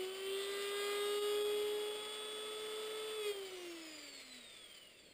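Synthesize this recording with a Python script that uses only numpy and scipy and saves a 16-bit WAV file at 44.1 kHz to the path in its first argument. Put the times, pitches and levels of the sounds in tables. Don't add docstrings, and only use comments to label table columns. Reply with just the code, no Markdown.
import sys
import numpy as np
from scipy import signal
from scipy.fft import rfft, irfft
from scipy.io import wavfile

SR = 44100
rng = np.random.default_rng(int(sys.argv[2]) if len(sys.argv) > 2 else 0)


def master(y):
    cut = np.clip(np.atleast_2d(y).T, -1, 1)
    pcm = np.round(cut * 32767)
    wavfile.write(sys.argv[1], SR, pcm.astype(np.int16))


N = 226629
TIME = np.arange(N) / SR


def gain_of(db):
    return 10 ** (np.asarray(db) / 20)


def evened(x):
    return x / np.sqrt(np.mean(x ** 2) + 1e-20)


def curves(rows):
    s, *columns = np.transpose(rows)
    return [np.interp(TIME, s, column) for column in columns]


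def bump(centre_s, half_s):
    return np.exp(-((TIME - centre_s) / half_s) ** 2)


def filtered(x, gain):
    spectrum = rfft(x, 2 * N)
    return irfft(spectrum * gain(np.fft.rfftfreq(2 * N, 1 / SR)))[:N]


def noise(points):
    hz, db = np.transpose(points)

    def colour(f):
        return gain_of(np.interp(np.log(f + 1), np.log(hz), db))
    return evened(filtered(rng.standard_normal(N), colour))


def drift(rate_hz):
    return evened(filtered(rng.standard_normal(N), lambda f: np.exp(-(f / rate_hz) ** 2)))


def partial(angle, order):
    phase = 2 * np.pi * rng.random()
    return np.sqrt(2) * np.cos(order * angle + phase)


def fading(depth, rate_hz):
    return evened(1 + depth * drift(rate_hz))


OFF_S = 3.16


def powered():
    return np.clip((OFF_S - TIME) * 20, 0, 1)


MAINS_PULSE_HZ = 119.9


def mains_angle():
    return 2 * np.pi * MAINS_PULSE_HZ * TIME


def mains(depth):
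    return 1 + depth * powered() * np.cos(mains_angle())


# (time [s], added buzz level [dB], looseness [0-1])
CHATTER_COURSE = [(0, 3.5, 0), (.25, 6.5, 0), (.42, 11, 1), (.7, 12.5, 1), (1, 14.5, 0.25),
                  (1.25, 11.5, 0.42), (1.5, 10, .1), (1.8, 5.5, 0.06), (2.15, 3, 0.06)]


def chatter():
    return curves(CHATTER_COURSE)


# (time [s], shaft speed [Hz])
DRIVEN_SPEED = [(0, 371.5), (.16, 383.3), (.48, 397.7), (.8, 406), (1.28, 414.6), (1.88, 420.5),
                (2.15, 425.8), (3.05, 433.3)]
TOP_HZ, FRICTION_HZ_PER_S, DRAG_HZ = 433.3, 114.85, 571


def speed():
    driven_hz, = curves(DRIVEN_SPEED)
    start_angle = np.arctan(TOP_HZ / DRAG_HZ)
    coasting_hz = DRAG_HZ * np.tan(start_angle - (TIME - OFF_S) * FRICTION_HZ_PER_S / DRAG_HZ)
    return np.where(TIME < OFF_S, driven_hz, coasting_hz)


def with_speed(top_db, slope_db):
    return top_db + slope_db * np.log10(speed() / TOP_HZ)


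RIPPLE, LOOSE_RIPPLE = .05, .035


def rotation():
    _, loose = chatter()
    unsteady_hz = speed() * (1 + 0.000546 * drift(rate_hz=19.0))
    angle = 2 * np.pi * np.cumsum(unsteady_hz) / SR
    ripple = (RIPPLE + loose * LOOSE_RIPPLE) * powered()
    return angle + ripple * np.sin(mains_angle() + np.pi / 4)


def resonate(drive, hz, width):
    pole = np.exp((-np.pi * width + 2j * np.pi * hz) / SR)
    gain = 1 - abs(pole)
    swing = gain * drive[0] / (drive[1] / drive[0] - pole)
    return signal.lfilter([gain], [1, -pole], drive, zi=[pole * swing])[0].real


# (time [s], half length [s], level change [dB])
HUM_WAVERS = [(0, 0.044, 5.5), (0.174, 0.039, -3), (3.22, .05, 4), (3.331, 0.014, -12.5),
              (3.48, 0.085, -5.5), (3.698, .06, 3), (4.56, 0.098, -7)]


def wavering():
    return sum(db * bump(s, half) for s, half, db in HUM_WAVERS)


# (centre [Hz], width [Hz], level before weighting [dB], signed weight)
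HUM_RESONANCES = [(433.9, 3.4, -48.5, 1), (417.73, 10, -33, 0.99), (412.7, 16.3, -37.5, -0.98),
                  (387.7, 5.4, -40, -1.06), (371.4, 7.4, -41.5, -0.84), (332.2, 93, -37.5, -0.94),
                  (251, 11.6, -34, -1.02)]
HUM_DB, HUM_SLOPE_DB, HUM_COAST_DB = -1, 122, -0.8


def hum(angle):
    level_db = with_speed(HUM_DB, HUM_SLOPE_DB) + HUM_COAST_DB * (1 - powered())
    force = np.sqrt(2) * gain_of(level_db) * np.exp(1j * angle)
    shake = np.zeros(N)
    for hz, width, db, weight in HUM_RESONANCES:
        shake += weight * gain_of(db) * resonate(force, hz, width)
    coils = gain_of(-72.5) * powered() * partial(mains_angle(), order=2)
    return shake * gain_of(wavering()) * mains(depth=0.076) + coils


# (time [s], level [dB])
SECOND_HARMONIC = [(0, -59.5), (.18, -69.5), (.62, -75), (.83, -61), (2, -59.5), (2.35, -68.5), (4, -67.5),
                   (4.25, -77), (5.14, -99)]
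# (time [s], level [dB])
THIRD_HARMONIC = [(0, -68.5), (.9, -50.5), (1.25, -52), (1.82, -68), (2, -59.5), (3.25, -59.5), (3.42, -75),
                  (5.14, -90)]
# (time [s], level [dB])
FAN_TONE = [(0, -57), (.33, -53), (.57, -61.5), (.83, -51.5), (1.16, -56), (1.42, -48.5), (1.7, -52.5),
            (2.2, -48.5), (2.88, -53.5), (3.28, -50), (3.46, -60.5), (3.9, -65), (4.38, -72), (4.6, -83),
            (5.14, -100)]


def whine(angle):
    _, loose = chatter()
    (second_db,), (third_db,), (fan_db,) = curves(SECOND_HARMONIC), curves(THIRD_HARMONIC), curves(FAN_TONE)
    second = gain_of(second_db) * partial(angle, order=2)
    third = gain_of(third_db) * partial(angle, order=3)
    throb = mains(depth=np.minimum(0.1 + 2.2 * loose, .9))
    return second + third + gain_of(fan_db) * partial(angle, order=8) * throb


# (time [s], half length [s], buzz level change [dB])
BUZZ_CHANGES = [(3.276, 0.058, 11), (3.848, 0.13, 2), (4.28, 0.092, -3)]


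def buzz_changes():
    return sum(db * np.exp(-((TIME - s) / half) ** 4) for s, half, db in BUZZ_CHANGES)


# (multiple of shaft speed, level running true [dB], level chattering [dB], level coasting [dB])
ROTOR_PARTIALS = [(4, -2, 3, -6), (5, -3, 1, -6), (6, -2, -7, 2), (7, 1, -2, -2), (9, 0, 3, 2),
                  (10, -6, 0, -1), (11, -5, 3, -4), (12, -1, -4, -4), (13, -6, -8, -4), (17, -12, -12, -5)]
# (frequency [Hz], gain [dB])
HOUSING_RADIATION = [(300, -14), (600, -2), (850, -11), (1250, 1.5), (1700, -4.5), (2100, 0.5), (2500, 0.5),
                     (3700, 0.5), (4200, -4), (4800, -3.5), (5300, -8.5), (6000, -3)]
BUZZ_DB, BUZZ_SLOPE_DB, BUZZ_COAST_DB = -66.5, 53, -1.5


def buzz(angle):
    speed_hz, on = speed(), powered()
    chatter_db, loose = chatter()
    buzz_db = with_speed(BUZZ_DB, BUZZ_SLOPE_DB) + chatter_db + buzz_changes() + BUZZ_COAST_DB * (1 - on)
    out = np.zeros(N)
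    for order, true_db, loose_db, coast_db in ROTOR_PARTIALS:
        driven_db = true_db + loose * (loose_db - true_db)
        force_db = on * driven_db + (1 - on) * coast_db
        housing_db = np.interp(order * speed_hz, *np.transpose(HOUSING_RADIATION))
        tone = partial(angle, order=round(order)) * fading(depth=0.33, rate_hz=5.1)
        out += gain_of(buzz_db + force_db + housing_db) * tone
    return out


# (frequency [Hz], relative density [dB])
HISS_COLOUR = [(300, -33), (1500, -16), (1850, -6), (2130, 1.5), (2600, -3.5), (3000, 0), (3400, 0.5),
               (3800, -3), (4200, -4.5), (4750, 0), (5100, -5), (5500, -12.5), (6000, -14.5)]


def gritty_noise():
    return noise(HISS_COLOUR)


# (frequency [Hz], relative density [dB])
AIR_COLOUR = [(30, -27), (150, -16), (220, -9.5), (300, -0.5), (480, 6), (620, 4.5), (740, -2.5),
              (950, -2.5), (1250, 3), (1500, -2), (2000, -4), (3000, -36), (6000, -50)]
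# (frequency [Hz], relative density [dB])
SPARK_COLOUR = [(1000, -31), (2300, -11), (2900, 6.5), (3300, 5.5), (3700, -4), (4300, -21), (6000, -51)]
AIR_DB, AIR_SLOPE_DB, AIR_SHARE = -57, 53.5, 0.28
HISS_DB, HISS_SLOPE_DB, HISS_SHARE = -54.5, 7, .22
HISS_KNEE_HZ, HISS_STEEPNESS = 216, 6.3
SPARK_DB = -5


def rush(angle):
    chatter_db, loose = chatter()
    air_db = with_speed(AIR_DB, AIR_SLOPE_DB) + AIR_SHARE * chatter_db
    knee_db = 10 * np.log10(1 + (HISS_KNEE_HZ / speed()) ** HISS_STEEPNESS)
    hiss_db = with_speed(HISS_DB, HISS_SLOPE_DB) + HISS_SHARE * chatter_db - knee_db
    air = gain_of(air_db) * noise(AIR_COLOUR)
    scrape = evened((1 + .5 * loose * np.cos(angle)) * gain_of(1.2 * drift(rate_hz=19)))
    sparks = gain_of(SPARK_DB) * powered() * mains(depth=0.22) * noise(SPARK_COLOUR)
    return air + gain_of(hiss_db) * scrape * (gritty_noise() + sparks)


# (frequency [Hz], relative density [dB])
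ROOM_COLOUR = [(20, -4), (120, -6.5), (220, -5), (330, -0.5), (620, 1.5), (800, -14), (1250, -14),
               (1650, -11), (2100, -9.5), (2600, -6.5), (3300, -10), (6000, -35)]
ROOM_DB = -67


def workshop():
    return gain_of(ROOM_DB) * noise(ROOM_COLOUR)


# (time [s], half length [s], tone level change [dB], hiss level change [dB])
LEVEL_DIPS = [(1.205, .014, -3, -12), (1.436, .009, -1, -14)]


def dips():
    shapes = np.array([bump(s, half) for s, half, _, _ in LEVEL_DIPS])
    depths_db = np.array(LEVEL_DIPS)[:, 2:].T
    return gain_of(depths_db @ shapes)


# (time [s], half length [s], level [dB], centre [Hz])
GRIP_SHIFTS = [(1.525, 0.24, -74, 81.5), (5.08, 0.11, -69.5, 312)]


def grips():
    out = np.zeros(N)
    for s, half, db, hz in GRIP_SHIFTS:
        skin = noise([(hz / 10, -10), (hz / 2, -8), (hz, 0), (hz * 2, -14), (hz * 10, -60)])
        out += gain_of(db) * bump(s, half) * skin
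    return out


# (start time [s], full time [s], release time [s], multiple of shaft speed, level when full [dB])
BEARING_SONGS = [(3.35, 4.0, 4.88, 16, -56.8), (4.9, 5.0, 5.14, 21.33, -69), (4.93, 5.02, 5.14, 28.45, -68)]
SONG_RISE_DB, SONG_SAG_DB_PER_S, SONG_RELEASE_DB_PER_S = 16.5, 4.5, 140


def bearing(angle):
    slipping = angle + .035 * drift(rate_hz=70)
    out = np.zeros(N)
    for start, full, release, order, db in BEARING_SONGS:
        rise_db = SONG_RISE_DB * np.minimum((TIME - full) / (full - start), 0)
        sag_db = SONG_SAG_DB_PER_S * np.maximum(TIME - full, 0)
        release_db = SONG_RELEASE_DB_PER_S * np.maximum(TIME - release, 0)
        level = gain_of(db + rise_db - sag_db - release_db)
        out += (TIME > start) * level * partial(slipping, order=order)
    return out * fading(depth=.36, rate_hz=70)


# (time [s], level before the mix of crack and ring [dB])
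FINGER_TAPS = [(4.750, -40.5), (4.776, -48), (4.989, -52)]
# (frequency [Hz], relative level [dB], time to fall 60 dB [s])
HOUSING_RINGS = [(2450, -8, .02), (3150, -3, .02), (3800, -4, .018), (4250, -2, .018), (4700, 0, .06)]


def taps():
    out = np.zeros(N)
    for s, db in FINGER_TAPS:
        age = np.maximum(TIME - s, 0)
        ring = np.zeros(N)
        for hz, mode_db, t60 in HOUSING_RINGS:
            ring += gain_of(mode_db - 60 * age / t60) * np.sin(2 * np.pi * hz * age)
        crack = .35 * (age > 0) * np.exp(-age / .004) * gritty_noise()
        out += gain_of(db) * (crack + .8 * ring / abs(ring).max())
    return out


def scene():
    angle = rotation()
    tone_gain, hiss_gain = dips()
    tones = hum(angle) + whine(angle) + buzz(angle) + bearing(angle)
    tool = tone_gain * tones + hiss_gain * rush(angle)
    return (tool + workshop() + grips() + taps())[None]


HOLD_HZ, EDGE_HZ = 12000, 15350


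def record(dry):
    band = filtered(dry[0], lambda f: f < HOLD_HZ / 2)
    sampled = band * (1 + 2 * np.cos(2 * np.pi * HOLD_HZ * TIME))
    held = filtered(sampled, lambda f: np.sinc(f / HOLD_HZ))
    band_limit = signal.firwin(1023, EDGE_HZ, window=("kaiser", 9), fs=SR)
    return signal.oaconvolve(held, band_limit, "same")[None]


dry = scene()
out = record(dry)
master(out)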